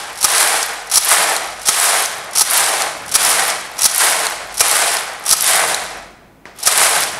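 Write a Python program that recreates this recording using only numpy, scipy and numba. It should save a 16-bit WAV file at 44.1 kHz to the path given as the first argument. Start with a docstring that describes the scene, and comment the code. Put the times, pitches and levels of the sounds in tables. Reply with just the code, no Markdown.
"""In a room, a double-bed knitting machine carriage is pushed to and fro by hand, close to the microphone.
Each pass opens with the cams snapping over in a flurry of clicks (scraping noise bursts through resonances);
then needle butts rattle in the cam tracks and the carriage rubs along its rails (random impacts through
resonances), latches and single parts tick, a hand taps once, and delay lines let the room ring on.
Below lie rumble, hiss and a hum that comes and goes. Peaks overload."""
import sys
import numpy as np
from scipy import signal
from scipy.fft import rfft, irfft
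from scipy.io import wavfile
from scipy.ndimage import uniform_filter1d
from numba import njit

SR = 44100
rng = np.random.default_rng(int(sys.argv[2]) if len(sys.argv) > 2 else 0)


def transcribe(signal):
    """Save signal, clipped to [-1, 1], as a 16-bit WAV file at the path in sys.argv[1]."""
    frames = np.atleast_2d(signal).T
    limited = np.clip(frames, -1, 1)
    pcm = np.round(limited * 32767).astype(np.int16)
    wavfile.write(sys.argv[1], SR, pcm)


N = 317079
TIME = np.arange(N) / SR

# resonances of the needles: centre_hz, width_hz, level_db
NEEDLE_MODES = [(3410, 2600, -4.5), (6010, 1750, -1), (8170, 3860, -2.5), (10440, 2700, -1.5),
                (13500, 2000, -23.5)]
# carriage strokes: way, force_db, snaps_s (list, the last starts the stroke), ticks_s (list, the last ends it)
STROKES = [ ("right", 0.11, [-0.54], [-0.063]),
           ("left", 0.1, [0.156, 0.175, 0.1868, 0.2075, 0.2125, 0.2287, 0.2433], [0.381, 0.4294, 0.6285]),
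           ("right", 0.1, [0.8719, 0.899, 0.9143, 0.9228, 0.9381, 0.9459, 0.957, 0.971],
           [1.0915, 1.1234, 1.3643]), ("left", 0.1, [1.5953, 1.615, 1.6285, 1.655, 1.660, 1.670, 1.6855],
           [1.7998, 1.8525, 2.0588]),
           ("right", 0.1, [2.310, 2.3332, 2.353, 2.3589, 2.3731, 2.3818, 2.3942, 2.4094],
           [2.5002, 2.5341, 2.8206]), ("left", 0.1, [3.062, 3.08, 3.092, 3.1154, 3.121, 3.1403, 3.1522],
           [3.2495, 3.302, 3.502]),
           ("right", 0.1, [3.7668, 3.782, 3.7898, 3.8085, 3.819, 3.832, 3.841, 3.8535],
           [3.947, 3.9814, 4.2676]), ("left", 0.1, [4.523, 4.542, 4.5522, 4.5715, 4.5792, 4.596, 4.606],
           [4.7134, 4.766, 4.9684]),
           ("right", 0.1, [5.2385, 5.252, 5.263, 5.279, 5.292, 5.3047, 5.311, 5.325],
           [5.4081, 5.443, 5.745]), ("left", 1.1, [6.5876, 6.601, 6.6289, 6.6347, 6.6574, 6.6715],
           [6.7765, 6.831, 7.036]), ]
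SNAPS_COLUMN, TICKS_COLUMN = 2, 3


def undb(db):
    """Decibels to amplitude."""
    return 10 ** (np.asarray(db) / 20)


def unit(x):
    """Scale to rms 1."""
    return x / np.sqrt(np.mean(x ** 2))


def band(x, hz, width_hz):
    """One resonance, gain 1 at its centre."""
    b, a = signal.iirpeak(min(hz, 0.45 * SR), hz / width_hz, SR)
    return signal.lfilter(b, a, x)


def ring(x, modes):
    """A body: steep resonances of alternating sign, each a narrow and a wide peak in series."""
    out = 0
    for k, (hz, width_hz, db) in enumerate(modes):
        mode = band(band(x, hz, width_hz), hz, 3.54 * width_hz)
        out = out + (-1) ** k * undb(db) * mode
    return out


def decay(x, decay_s):
    """Let each impulse fade exponentially."""
    return signal.lfilter([1], [1, -np.exp(-1 / (decay_s * SR))], x)


def clicks(rate_hz, spread_db, hiss_db):
    """Random impacts, a few much harder than the rest, over rubbing noise; rms 1."""
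    hit = rng.random(N) < rate_hz / SR
    hardness = np.minimum(rng.exponential(size=N), 3.5)
    size = undb(spread_db * hardness) * rng.choice([-1, 1], N)
    return unit(unit(hit * size) + undb(hiss_db) * rng.standard_normal(N))


def walk(rate_hz):
    """Random levels held 1 / rate_hz and slewed twice; spread near 1."""
    hold = int(SR / rate_hz)
    steps = np.repeat(rng.standard_normal(N // hold + 1), hold)
    return 1.25 * uniform_filter1d(uniform_filter1d(steps, hold), hold)[:N]


def in_order(column, parts):
    """Rows (start_s, *part) for the snaps or ticks of all strokes, matched from the last one back."""
    rows = []
    for stroke in STROKES:
        way = stroke[0]
        for start_s, part in zip(stroke[column][::-1], parts[way][::-1]):
            if start_s > 0:
                rows.append((start_s, *part))
    return rows


def course():
    """Levels (dB) of rattle, rail, bed, latches: each stroke follows its way's course, then coasts to rest."""
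    # per way: share_of_stroke, needle_rattle_db, rail_rumble_db, bed_rumble_db, latch_ticks_db
    way_course = { "left": [(-0.325, -48, -47, -52, -52), (-0.12, -31, -41.5, -41, -45),
                  (0.04, -18.5, -24, -29, -34), (0.2, -18, -21.5, -28.5, -27.5),
                  (0.42, -15, -16.5, -23, -25.5), (0.7, -18, -17.5, -21, -29.5),
                  (0.98, -20, -20, -25.5, -29.5), (1.07, -24.5, -24.5, -29, -41)],
                  "right": [(-0.4, -62, -45, -56, -60), (-0.2, -39, -38, -38.5, -49.5),
                  (-0.1, -21, -32, -39, -45), (0.06, -25.5, -30, -39, -38.5), (0.17, -23, -26, -34, -25.5),
                  (0.37, -14, -16, -25.5, -21), (0.75, -19, -18.5, -21, -33),
                  (0.98, -21, -21, -24.5, -33.5), (1.05, -24, -25, -29, -41.5)], }
    coast_s = 0.22
    # fading of rattle, rail, bed, latches
    coast_db_per_s, rest_db_per_s = (-60, -40, -36, -37), (-115, -80, -70, -200)
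    power = 0
    for way, force_db, snaps_s, ticks_s in STROKES:
        share, *levels_db = np.transpose(way_course[way])
        s = snaps_s[-1] + share * (ticks_s[-1] - snaps_s[-1])
        db = np.array([np.interp(TIME, s, level_db, left=-120) for level_db in levels_db])
        db += np.outer(coast_db_per_s, np.clip(TIME - s[-1], 0, coast_s))
        db += np.outer(rest_db_per_s, np.maximum(TIME - s[-1] - coast_s, 0))
        power = power + undb(db + force_db) ** 2
    return 10 * np.log10(power)


def needle_beat(needles_per_s=90, jitter=0.1, spread_db=-0.5, decay_s=0.0025):
    """One working needle after the other meets the cam: a nearly even row of short swells."""
    chance = rng.standard_normal((int(N / SR * needles_per_s * 1.2), 2))
    at = (np.cumsum(1 + jitter * chance[:, 0]) / needles_per_s * SR).astype(int)
    inside = at < N
    beat = np.zeros(N)
    beat[at[inside]] = undb(spread_db * chance[inside, 1])
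    return decay(beat, decay_s)


def slide(rattle_db, rail_db, bed_db, bright=0.78, rumble_trim_db=-2.0):
    """Needle butts rattle through the cam tracks; carriage body and needle bed rumble in uneven jolts."""
    # resonances of the carriage body: centre_hz, width_hz, level_db
    body_modes = [(1006, 217, -2), (1240, 268, -3), (1563, 380, -2.5), (1936, 306, -2), (2270, 560, -6)]
    # resonances of the needle bed: centre_hz, width_hz, level_db
    bed_modes = [(172.6, 22, -14.5), (327.3, 65, -12), (448.5, 72, -5), (656.5, 149, 0), (849, 121, -0.5)]
    jolt, beat = walk(60), needle_beat()

    blows = clicks(3000, spread_db=0.5, hiss_db=8.0) * (1 + 0.35 * beat)
    blows *= undb(0.86 * jolt + 1.07 * walk(250))
    rattle = unit(ring(blows, NEEDLE_MODES))
    # slower, softer blows excite the highest resonances less
    dull = signal.filtfilt(*signal.butter(2, 7500, fs=SR), rattle)
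    rattle = dull + (rattle - dull) * undb(bright * (rattle_db + 18.5))

    rub = clicks(700, spread_db=2.0, hiss_db=3.0) * (1 + 0.5 * beat)
    rub *= undb(0.91 * jolt + 1.38 * walk(24.94))
    body = unit(ring(rub, body_modes)) * undb(rail_db)
    bed = unit(ring(rub, bed_modes)) * undb(bed_db)
    return rattle * undb(rattle_db) + undb(rumble_trim_db) * (body + bed)


def snaps(rise_s=0.0006, fall_s=0.0055, thump_db=-12):
    """Each cam snap is a short dense scrape of steel on steel that knocks the plastic body and the table."""
    # cam snaps per way, in fixed order: level_db, hold_ms, body_knock_relative_db
    cam_steps = { "left": [(-33, 2.5, -12), (-28, 3, -10), (-30, 3.5, -11), (-22, 3, -12), (-21, 4, -11),
                 (-13, 8, -14), (-4, 6, -8.5)], "right": [(-33, 2.2, -14), (-25, 2.5, -10), (-17, 4, -8),
                 (-16, 3, -11), (-11, 2.2, -13), (-9, 2.2, -18), (-7, 4, -15), (-5, 9.5, -14)], }
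    # resonances of the cams: centre_hz, width_hz, level_db
    cam_modes = [(4460, 1540, -6), (5720, 580, 4), (8100, 3100, -4.5), (10620, 1560, 2),
                 (13800, 2800, -19.5)]
    # resonances of the knocked body: centre_hz, width_hz, level_db
    knock_modes = [(854, 370, 2), (1288, 83, 10), (1580, 1650, -1.5), (2413, 17, 6.5)]
    steel_env, body_env = np.zeros(N), np.zeros(N)
    for start_s, db, hold_ms, knock_db in in_order(SNAPS_COLUMN, cam_steps):
        span = slice(int((start_s - 0.003) * SR), int((start_s + 0.073) * SR))
        t = TIME[span] - start_s
        rise = np.minimum(t, 0) / rise_s
        fall = np.maximum(t - hold_ms / 1000, 0) / fall_s
        shape = undb(db) * np.exp(rise - fall)
        steel_env[span] += shape
        body_env[span] += shape * undb(knock_db)
    scrape = unit(ring(clicks(6000, spread_db=5.0, hiss_db=-6.5), cam_modes))
    noise = rng.standard_normal(N)
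    knock = ring(body_env * noise, knock_modes) / np.std(ring(noise, knock_modes))
    # the push of the hardest snaps thumps the table
    thump = undb(thump_db) * ring(steel_env * body_env, [(139.6, 200, 0)])
    return steel_env * scrape + knock + thump


def ticks(crack_s=0.0016, wide_db=-5, trim_db=-2.5):
    """A brief crack rings the struck steel part and sprays treble."""
    # ticking parts per way, in the order met: relative_peak_db, ring_hz, sharpness_q
    parts = {"left": [(2.5, 7900, 12), (0.5, 9000, 7), (-1, 5000, 11)], "right": [(0, 9800, 9),
             (1.5, 11400, 10), (-0.5, 4250, 10)]}
    out, t = np.zeros(N), np.arange(int(0.03 * SR)) / SR
    for start_s, db, hz, q in in_order(TICKS_COLUMN, parts):
        crack = rng.standard_normal(len(t)) * np.exp(-t / crack_s)
        part_ring = band(crack, hz, hz / q) * np.sqrt(q)
        spray = unit(ring(crack, NEEDLE_MODES[1:4])) * np.std(crack)
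        tick = part_ring + undb(wide_db) * spray
        i = int(start_s * SR)
        out[i:i + len(t)] += undb(db + trim_db) * tick / np.abs(tick).max()
    return out


def latches(latch_db, rate_hz=70, ring_hz=10800, width_hz=3000):
    """Needle latches flip with thin ticks at random moments."""
    hit = (rng.random(N) < rate_hz / SR) * undb(3.0 * rng.standard_normal(N))
    burst = decay(hit, 0.0012) * rng.standard_normal(N)
    thin = band(band(burst, ring_hz, width_hz), ring_hz, width_hz)
    return unit(thin) * undb(latch_db)


def tap(crack_s=0.0017, tail_s=0.074, tail_db=-35):
    """A hand lands on the carriage: a dull knock with a short rustle after it."""
    # the tap: start_s, knock_peak_db
    tap_event = (6.4545, -19.5)
    # resonances of the tapped carriage: centre_hz, width_hz, level_db
    tap_modes = [(210, 140, 0), (700, 300, -6), (1900, 200, 4), (4500, 2300, -20)]
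    start_s, peak_db = tap_event
    t = np.maximum(TIME - start_s, 0)
    begun = t > 0
    knock = ring(begun * np.exp(-t / crack_s) * rng.standard_normal(N), tap_modes)
    rub = unit(ring(rng.standard_normal(N), [(600, 700, 1), (1900, 1050, -5), (4800, 2500, -13)]))
    rustle = begun * np.exp(-t / tail_s) * rub
    return undb(peak_db) * knock / np.abs(knock).max() + undb(tail_db) * rustle


@njit
def walls(x, lags, gain, damp):
    """Wall echoes: eight delay lines that feed each other, duller on every round."""
    line, soft, out = np.zeros((8, 4096)), np.zeros(8), np.zeros(len(x))
    for i in range(len(x)):
        total = 0.
        for k in range(8):
            echo = gain[k] * line[k, (i - lags[k]) & 4095]
            soft[k] += (1 - damp) * (echo - soft[k])
            total += soft[k]
        out[i] = soft[0] - soft[3] + soft[5] - soft[6]
        for k in range(8):
            line[k, i & 4095] = x[i] + soft[k] - total / 4
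    return out


def echoes(machine, undamped_t60_s=1.0, damp=0.19):
    """The room rings on: random wall delays, each with the loss that its length brings."""
    lags = rng.integers(700, 2600, 8)  # samples
    return walls(machine, lags, undb(-60 * lags / SR / undamped_t60_s), damp)


def quiet(rumble_db=-47.5, hiss_db=-61, hum_hz=49):
    """The still room: low rumble that wavers, a hum that comes and goes, and the microphone's hiss."""
    # spectrum of the room rumble: freq_hz, relative_density_db
    rumble_spectrum = [(25, -18.5), (75, -9), (180, -7.5), (700, -14), (2500, -27), (5000, -43.5),
                       (11000, -47)]
    # course of the hum: time_s, level_db
    hum_course = [(0, -57), (1.0, -54), (1.2, -66), (1.6, -50), (1.9, -70), (4.2, -61), (4.55, -48),
                  (5.0, -60), (5.6, -67.5), (5.95, -49), (6.4, -60), (7.19, -63)]
    hz, db = np.transpose(rumble_spectrum)
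    f = np.maximum(np.arange(N // 2 + 1) * SR / N, 1)
    shape = undb(np.interp(np.log(f), np.log(hz), db, right=-np.inf))
    rumble = unit(irfft(rfft(rng.standard_normal(N)) * shape, N)) * undb(rumble_db + 2.6 * walk(3))
    hiss = undb(hiss_db) * rng.standard_normal(N)
    cycles = np.cumsum(hum_hz * (1 + 0.02 * walk(6))) / SR
    hum = np.sqrt(2) * np.sin(2 * np.pi * cycles)
    return rumble + hiss + hum * undb(np.interp(TIME, *np.transpose(hum_course)))


def scene(room_db=-16):
    """The machine, its echo from the walls and the still room."""
    rattle_db, rail_db, bed_db, latch_db = course()
    machine = slide(rattle_db, rail_db, bed_db) + snaps() + ticks() + latches(latch_db) + tap()
    return (machine + undb(room_db) * echoes(machine) + quiet())[None]


def record(dry, clip_level=0.92, top_hz=15700):
    """The input clips just under full scale and the top is cut."""
    top_cut = signal.ellip(12, 0.2, 80, top_hz, fs=SR, output="sos")
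    return signal.sosfilt(top_cut, np.clip(dry, -clip_level, clip_level))


dry = scene()
out = record(dry)
transcribe(out)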